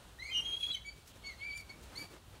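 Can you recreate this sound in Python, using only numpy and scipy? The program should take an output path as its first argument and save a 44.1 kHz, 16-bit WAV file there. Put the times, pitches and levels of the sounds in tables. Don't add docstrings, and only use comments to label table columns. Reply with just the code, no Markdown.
import sys
import numpy as np
from scipy import signal
from scipy.fft import rfft, irfft, next_fast_len
from scipy.io import wavfile
from scipy.ndimage import map_coordinates

SR = 44100
rng = np.random.default_rng(int(sys.argv[2]) if len(sys.argv) > 2 else 0)


def file_out(sig):
    cols = np.atleast_2d(sig).T
    lim = np.clip(cols, -1, 1)
    pcm = np.round(lim * 32767).astype(np.int16)
    wavfile.write(sys.argv[1], SR, pcm)


N = 105840

# time_s, level_db (before BREEZE_DB is added)
BREEZE_LEVEL = [(0.0, -60.5), (0.29, -63), (0.43, -63.5), (0.57, -64), (0.8, -63.5), (1.1, -64.5),
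                (1.31, -60.5), (1.73, -64), (1.94, -59.5), (2.14, -64.5), (2.4, -63.5)]
BREEZE_DB = 3
# frequency_hz, relative_level_db (per Hz)
LEAF_COLOUR = [(65, 1), (110, -8), (257, -9), (1430, -13.5), (2310, -21), (2560, -17), (3950, -17),
               (4960, -23), (9430, -24.5), (15500, -43)]
# frequency_hz, relative_level_db (per Hz)
RUMBLE_COLOUR = [(15, -66), (25, -19), (33, -14), (45, -10.5), (55, 0), (68, -4), (82, -7.5), (100, -7.5),
                 (125, -15), (220, -21), (500, -41)]
# time_s, level_db
RUMBLE_LEVEL = [(0, -62), (.06, -59), (.38, -56), (.7, -61.5), (.85, -60.5), (1.04, -61.5), (1.3, -58.5),
                (1.39, -58.5), (1.43, -64), (1.52, -57.5), (2.0, -60), (2.14, -64), (2.3, -56), (2.4, -62)]

# centre_s, length_s, level_db
HAZES = [(1.125, 0.027, -67), (1.265, .04, -62), (1.43, .03, -63), (1.53, 0.032, -63)]
# frequency_hz, relative_level_db (per Hz)
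HAZE_COLOUR = [(1500, -29), (2500, -12), (3050, 0), (3400, -4), (4200, -17), (6000, -39)]

# centre_s, length_s, level_db
WINGBEATS = [(.32, 0.034, -60), (.39, 0.02, -55), (.49, 0.069, -57), (.697, .016, -54), (1.165, .01, -60),
             (1.705, 0.018, -57.5), (1.78, 0.051, -61.5), (1.96, 0.09, -57), (2.03, 0.018, -53.5),
             (2.15, 0.025, -55), (2.355, 0.026, -58.5)]
# frequency_hz, relative_level_db (per Hz)
WING_COLOUR = [(40, -7), (120, -3), (350, 0), (700, -3.5), (1400, -7.5), (3500, -13.5), (8000, -20.5),
               (16000, -29)]
# centre_s, length_s, level_db
SWISHES = [(.64, 0.064, -61), (.99, .03, -66), (1.088, 0.019, -58), (1.162, 0.015, -65),
           (1.5765, .0012, -47.5), (1.582, 0.015, -60), (1.607, 0.0098, -59.5), (1.835, 0.022, -62.5),
           (2.015, 0.047, -61), (2.12, 0.019, -64)]
# frequency_hz, relative_level_db (per Hz)
FEATHER_COLOUR = [(300, 0), (1500, -1), (4000, 4.5), (9000, 1.5), (12000, -3), (16000, -4.5)]
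# centre_s, length_s, level_db
PUFFS = [(.21, 0.013, -61), (.975, 0.017, -63), (1.8, 0.051, -60.5), (1.985, 0.013, -54.5),
         (2.03, 0.023, -56), (2.14, 0.043, -64.5)]
# frequency_hz, relative_level_db (per Hz)
PUFF_COLOUR = [(40, -28), (90, -0.5), (150, 2), (240, -8), (370, -2), (600, -25.5), (2000, -57)]

# delay_s, level_db
ECHOES = [(.021, -10.5), (.033, -15.5), (.062, -32.5)]
# frequency_hz, decay_s (time to fall 60 dB)
TAIL_DECAY = [(300, 0.54), (2500, 0.53), (5000, 0.46), (12000, 0.28)]
TAIL_DB = -14.5

# time_s, pitch_hz, first_harmonic_db, second_harmonic_db, third_harmonic_db
LONG_START = [(.187, 1827, -54, -71, -71), (.2, 1983, -52.5, -49.5, -68), (.215, 2045, -57, -53, -74),
              (.23, 2130, -43, -63, -65), (.255, 2165, -57, -67, -63), (.275, 2130, -51, -56, -63),
              (.295, 2045, -49, -54.5, -77), (.325, 2170, -48, -68, -80)]
LONG_HIGH = [(.311, 3150, -47, -76, -84), (.33, 3125, -39.5, -58.5, -80), (.39, 3090, -40, -57.5, -71),
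             (.42, 3140, -48, -70, -73), (.446, 3220, -53, -60, -74), (.457, 3255, -37, -61, -69),
             (.5, 3240, -44.5, -58, -67), (.54, 3248, -37.5, -62.5, -67), (.578, 3300, -45, -69, -69),
             (.586, 3340, -52, -72, -68), (.601, 3350, -52, -69, -71), (.608, 3330, -39.5, -63, -60),
             (.626, 3340, -46, -63, -64), (.632, 3290, -34, -58, -64), (.643, 3285, -34, -57, -59),
             (.66, 3335, -45.5, -69, -67), (.668, 3340, -36, -67, -60), (.678, 3335, -45.5, -65, -70),
             (.688, 3290, -37.5, -61, -70), (.699, 3320, -41.5, -62, -70), (.71, 3346, -35, -66, -72),
             (.722, 3350, -41, -72, -78)]
LONG_CRACK = [(.713, 3910, -42, -72, -85), (.724, 3990, -40.5, -61, -73), (.74, 3820, -43.5, -64, -78)]
LONG_DROP = [(.735, 3120, -57, -68, -62), (.749, 3115, -32.5, -51, -63), (.758, 3024, -40.5, -51, -62)]
LONG_END = [(.756, 2260, -55, -68, -72), (.768, 2200, -46.5, -55, -78), (.777, 2070, -56, -61, -80)]
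SECOND_START = [(.215, 2002, -53.5, -66, -75), (.25, 2170, -45, -59, -70), (.267, 2290, -49.5, -56, -69),
                (.285, 2410, -65, -70, -71), (.302, 2450, -44.5, -61, -66), (.313, 2530, -58, -84, -77)]
SECOND_HIGH = [(.335, 2910, -56, -63, -71), (.351, 2860, -33, -57, -64), (.366, 2875, -34.5, -50.5, -69),
               (.38, 2896, -33, -41, -66), (.397, 2860, -31, -64, -70), (.407, 2808, -40, -54, -68),
               (.412, 2850, -51, -47, -64), (.428, 2830, -66, -63, -76)]
MEW_1 = [(.846, 2240, -57, -76, -84), (.857, 2272, -48, -64, -66), (.872, 2278, -48.5, -62, -60),
         (.887, 2295, -45, -54, -62), (.9, 2305, -49.5, -51, -69)]
MEW_2 = [(1.236, 2206, -60, -64, -77), (1.25, 2196, -49.5, -55, -74), (1.275, 2250, -48, -46.5, -57),
         (1.292, 2205, -45.5, -52, -68), (1.307, 2120, -49, -59, -70), (1.322, 2030, -60.5, -61, -71),
         (1.345, 1920, -58, -77, -82)]
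MEW_3 = [(1.38, 2060, -76, -61, -84), (1.4, 2160, -59, -62, -71), (1.42, 2215, -46, -60.5, -76),
         (1.445, 2305, -45, -55, -72), (1.467, 2355, -44.5, -66, -74), (1.497, 2290, -43.5, -55, -77),
         (1.52, 2262, -45.5, -52.5, -75), (1.545, 2320, -48, -59, -70), (1.568, 2358, -44.5, -67, -59),
         (1.59, 2315, -53, -53, -61), (1.606, 2200, -51, -62, -79)]
MEW_4 = [(1.694, 2193, -59, -55, -72), (1.704, 2225, -48.5, -48.5, -67), (1.718, 2243, -52.5, -74, -74)]
MEW_5 = [(1.954, 2000, -58, -55, -77), (1.963, 2120, -54.5, -45.5, -58), (1.97, 2197, -61, -52, -68),
         (1.98, 2256, -54, -39.5, -63), (1.99, 2314, -52, -50, -58.5), (2.005, 2292, -48, -53, -65),
         (2.022, 2313, -49, -50, -62), (2.03, 2264, -50, -51, -59)]
# trace, overtone_fall_db (per harmonic above the third),
# rasp_start_rad, rasp_end_rad (phase flutter), echo_send_db
VOICES = [(LONG_START, 8.3, .02, 0.019, 0.81), (LONG_HIGH, 19, 0.072, 0.16, -1.1),
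          (LONG_CRACK, 15, 0.055, 0.13, -2.2), (LONG_DROP, 5.7, .11, 0.1, -0.85), (LONG_END, 9, .1, .1, -1),
          (SECOND_START, 11, .05, 0.054, 4.2), (SECOND_HIGH, 3.3, 0.025, 0.032, -6.5),
          (MEW_1, 10.4, 0.018, 0.017, -1), (MEW_2, 10, 0.043, 0.04, 0), (MEW_3, 5.4, .08, 0.051, 0.56),
          (MEW_4, 11, 0.026, 0.028, 0), (MEW_5, 2, 0.031, 0.034, 0)]

RASP_HZ, RASP_WIDTH_HZ = 700, 260
JITTER, JITTER_RATE = 0.0027, 220
BREAK_JITTER = 0.016
SHIMMER_DB, SHIMMER_GROWS_DB = 1, 0.52
EDGE_S = 0.005
AIR_HZ = 12000
LOW_CUT_HZ, TOP_HZ = 33, 15770


def amp(db):
    return 10 ** (np.asarray(db) / 20)


def unit(x):
    return x / np.sqrt(np.mean(x ** 2) + 1e-20)


def along(points, hz):
    f, value = np.transpose(points)
    return np.interp(np.log(hz + 1), np.log(f + 1), value)


def wobble(rate):
    knots = rng.standard_normal(N // 8)
    return map_coordinates(knots, [np.arange(N) * rate / SR], mode="wrap")


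def filtered(x, response):
    size = next_fast_len(N + SR // 2)
    hz = np.fft.rfftfreq(size, 1 / SR)
    return irfft(rfft(x, size) * response(hz), size)[:N]


def noise(colour):
    return unit(filtered(rng.standard_normal(N), lambda hz: amp(along(colour, hz))))


def rumble():
    level_db = np.interp(np.arange(N) / SR, *np.transpose(RUMBLE_LEVEL))
    return amp(level_db) * noise(RUMBLE_COLOUR)


def breeze():
    level_db = np.interp(np.arange(N) / SR, *np.transpose(BREEZE_LEVEL))
    return amp(level_db + BREEZE_DB + 0.69 * wobble(22.1)) * noise(LEAF_COLOUR)


def garden(calls):
    hz, t, bands = signal.stft(rng.standard_normal(SR // 2), SR, nperseg=256)
    decay = amp(-60 * t / along(TAIL_DECAY, hz)[:, None])
    onset = 1 - np.exp(-t / 0.0087)
    tail = signal.istft(bands * decay * onset, SR, nperseg=256)[1]
    answer = amp(TAIL_DB) * tail / np.linalg.norm(tail)
    for delay_s, level_db in ECHOES:
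        answer[round(delay_s * SR)] += amp(level_db)
    return signal.fftconvolve(calls, answer)[:N]


def strokes(rows, colour, rough_db):
    t = np.arange(N) / SR
    power = sum(amp(db) ** 2 * np.exp(-((t - centre) / length) ** 2) for centre, length, db in rows)
    ruffled = noise(colour) * amp(rough_db * wobble(170))
    return np.sqrt(power) * unit(ruffled)


def haze():
    return strokes(HAZES, HAZE_COLOUR, rough_db=3.5)


def wings():
    beats = strokes(WINGBEATS, WING_COLOUR, rough_db=1.5)
    swishes = strokes(SWISHES, FEATHER_COLOUR, rough_db=1.5)
    return beats + swishes + strokes(PUFFS, PUFF_COLOUR, rough_db=3.2)


def rasp_flutter():
    def resonance(hz):
        return (hz < 2 * RASP_HZ) / np.sqrt(1 + ((hz - RASP_HZ) / RASP_WIDTH_HZ * 2) ** 2)
    return unit(filtered(rng.standard_normal(N), resonance))


def whistle(rows, fall_db, rasp_start, rasp_end):
    s, *columns = np.transpose(rows)
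    t = np.arange(N) / SR
    on = (t > s[0] - EDGE_S / 2) & (t < s[-1] + EDGE_S / 2)
    t = t[on]
    pitch, first, second, third = [np.interp(t, s, column) for column in columns]
    to_edge = np.minimum(t - s[0], s[-1] - t)
    gate = np.sin(np.pi / 2 * np.clip(to_edge / EDGE_S + 0.5, 0, 1)) ** 2

    rasp = np.linspace(rasp_start, rasp_end, len(t))
    flutter = rasp_flutter()[on]
    unsteady = (JITTER + BREAK_JITTER * rasp) * wobble(JITTER_RATE)[on]
    phase = 2 * np.pi * np.cumsum(pitch * (1 + unsteady)) / SR + rasp * flutter

    levels = [first, second] + [third - fall_db * k for k in range(4)]
    out = np.zeros(N)
    for k, level_db in enumerate(levels, 1):
        air = 1 / np.sqrt(1 + (k * pitch / AIR_HZ) ** 12)
        shimmer_db = (SHIMMER_DB + SHIMMER_GROWS_DB * (k - 1)) * wobble(90)[on]
        level = np.sqrt(2) * amp(level_db + shimmer_db)
        out[on] += level * air * np.sin(k * phase) * gate
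    return out


def kite_calls():
    direct, sent = np.zeros(N), np.zeros(N)
    for rows, fall_db, rasp_start, rasp_end, echo_db in VOICES:
        call = whistle(rows, fall_db, rasp_start, rasp_end)
        direct += call
        sent += amp(echo_db) * call
    return direct, sent


def scene():
    direct, sent = kite_calls()
    beating = wings()
    hiss = haze()
    return (direct + garden(sent) + beating + hiss + breeze() + rumble())[None]


def record(dry):
    def microphone(hz):
        low_cut = 1 - 1 / (1 + (hz / LOW_CUT_HZ) ** 6)
        return (hz < TOP_HZ) * low_cut
    return filtered(dry[0], microphone)[None]


dry = scene()
out = record(dry)
file_out(out)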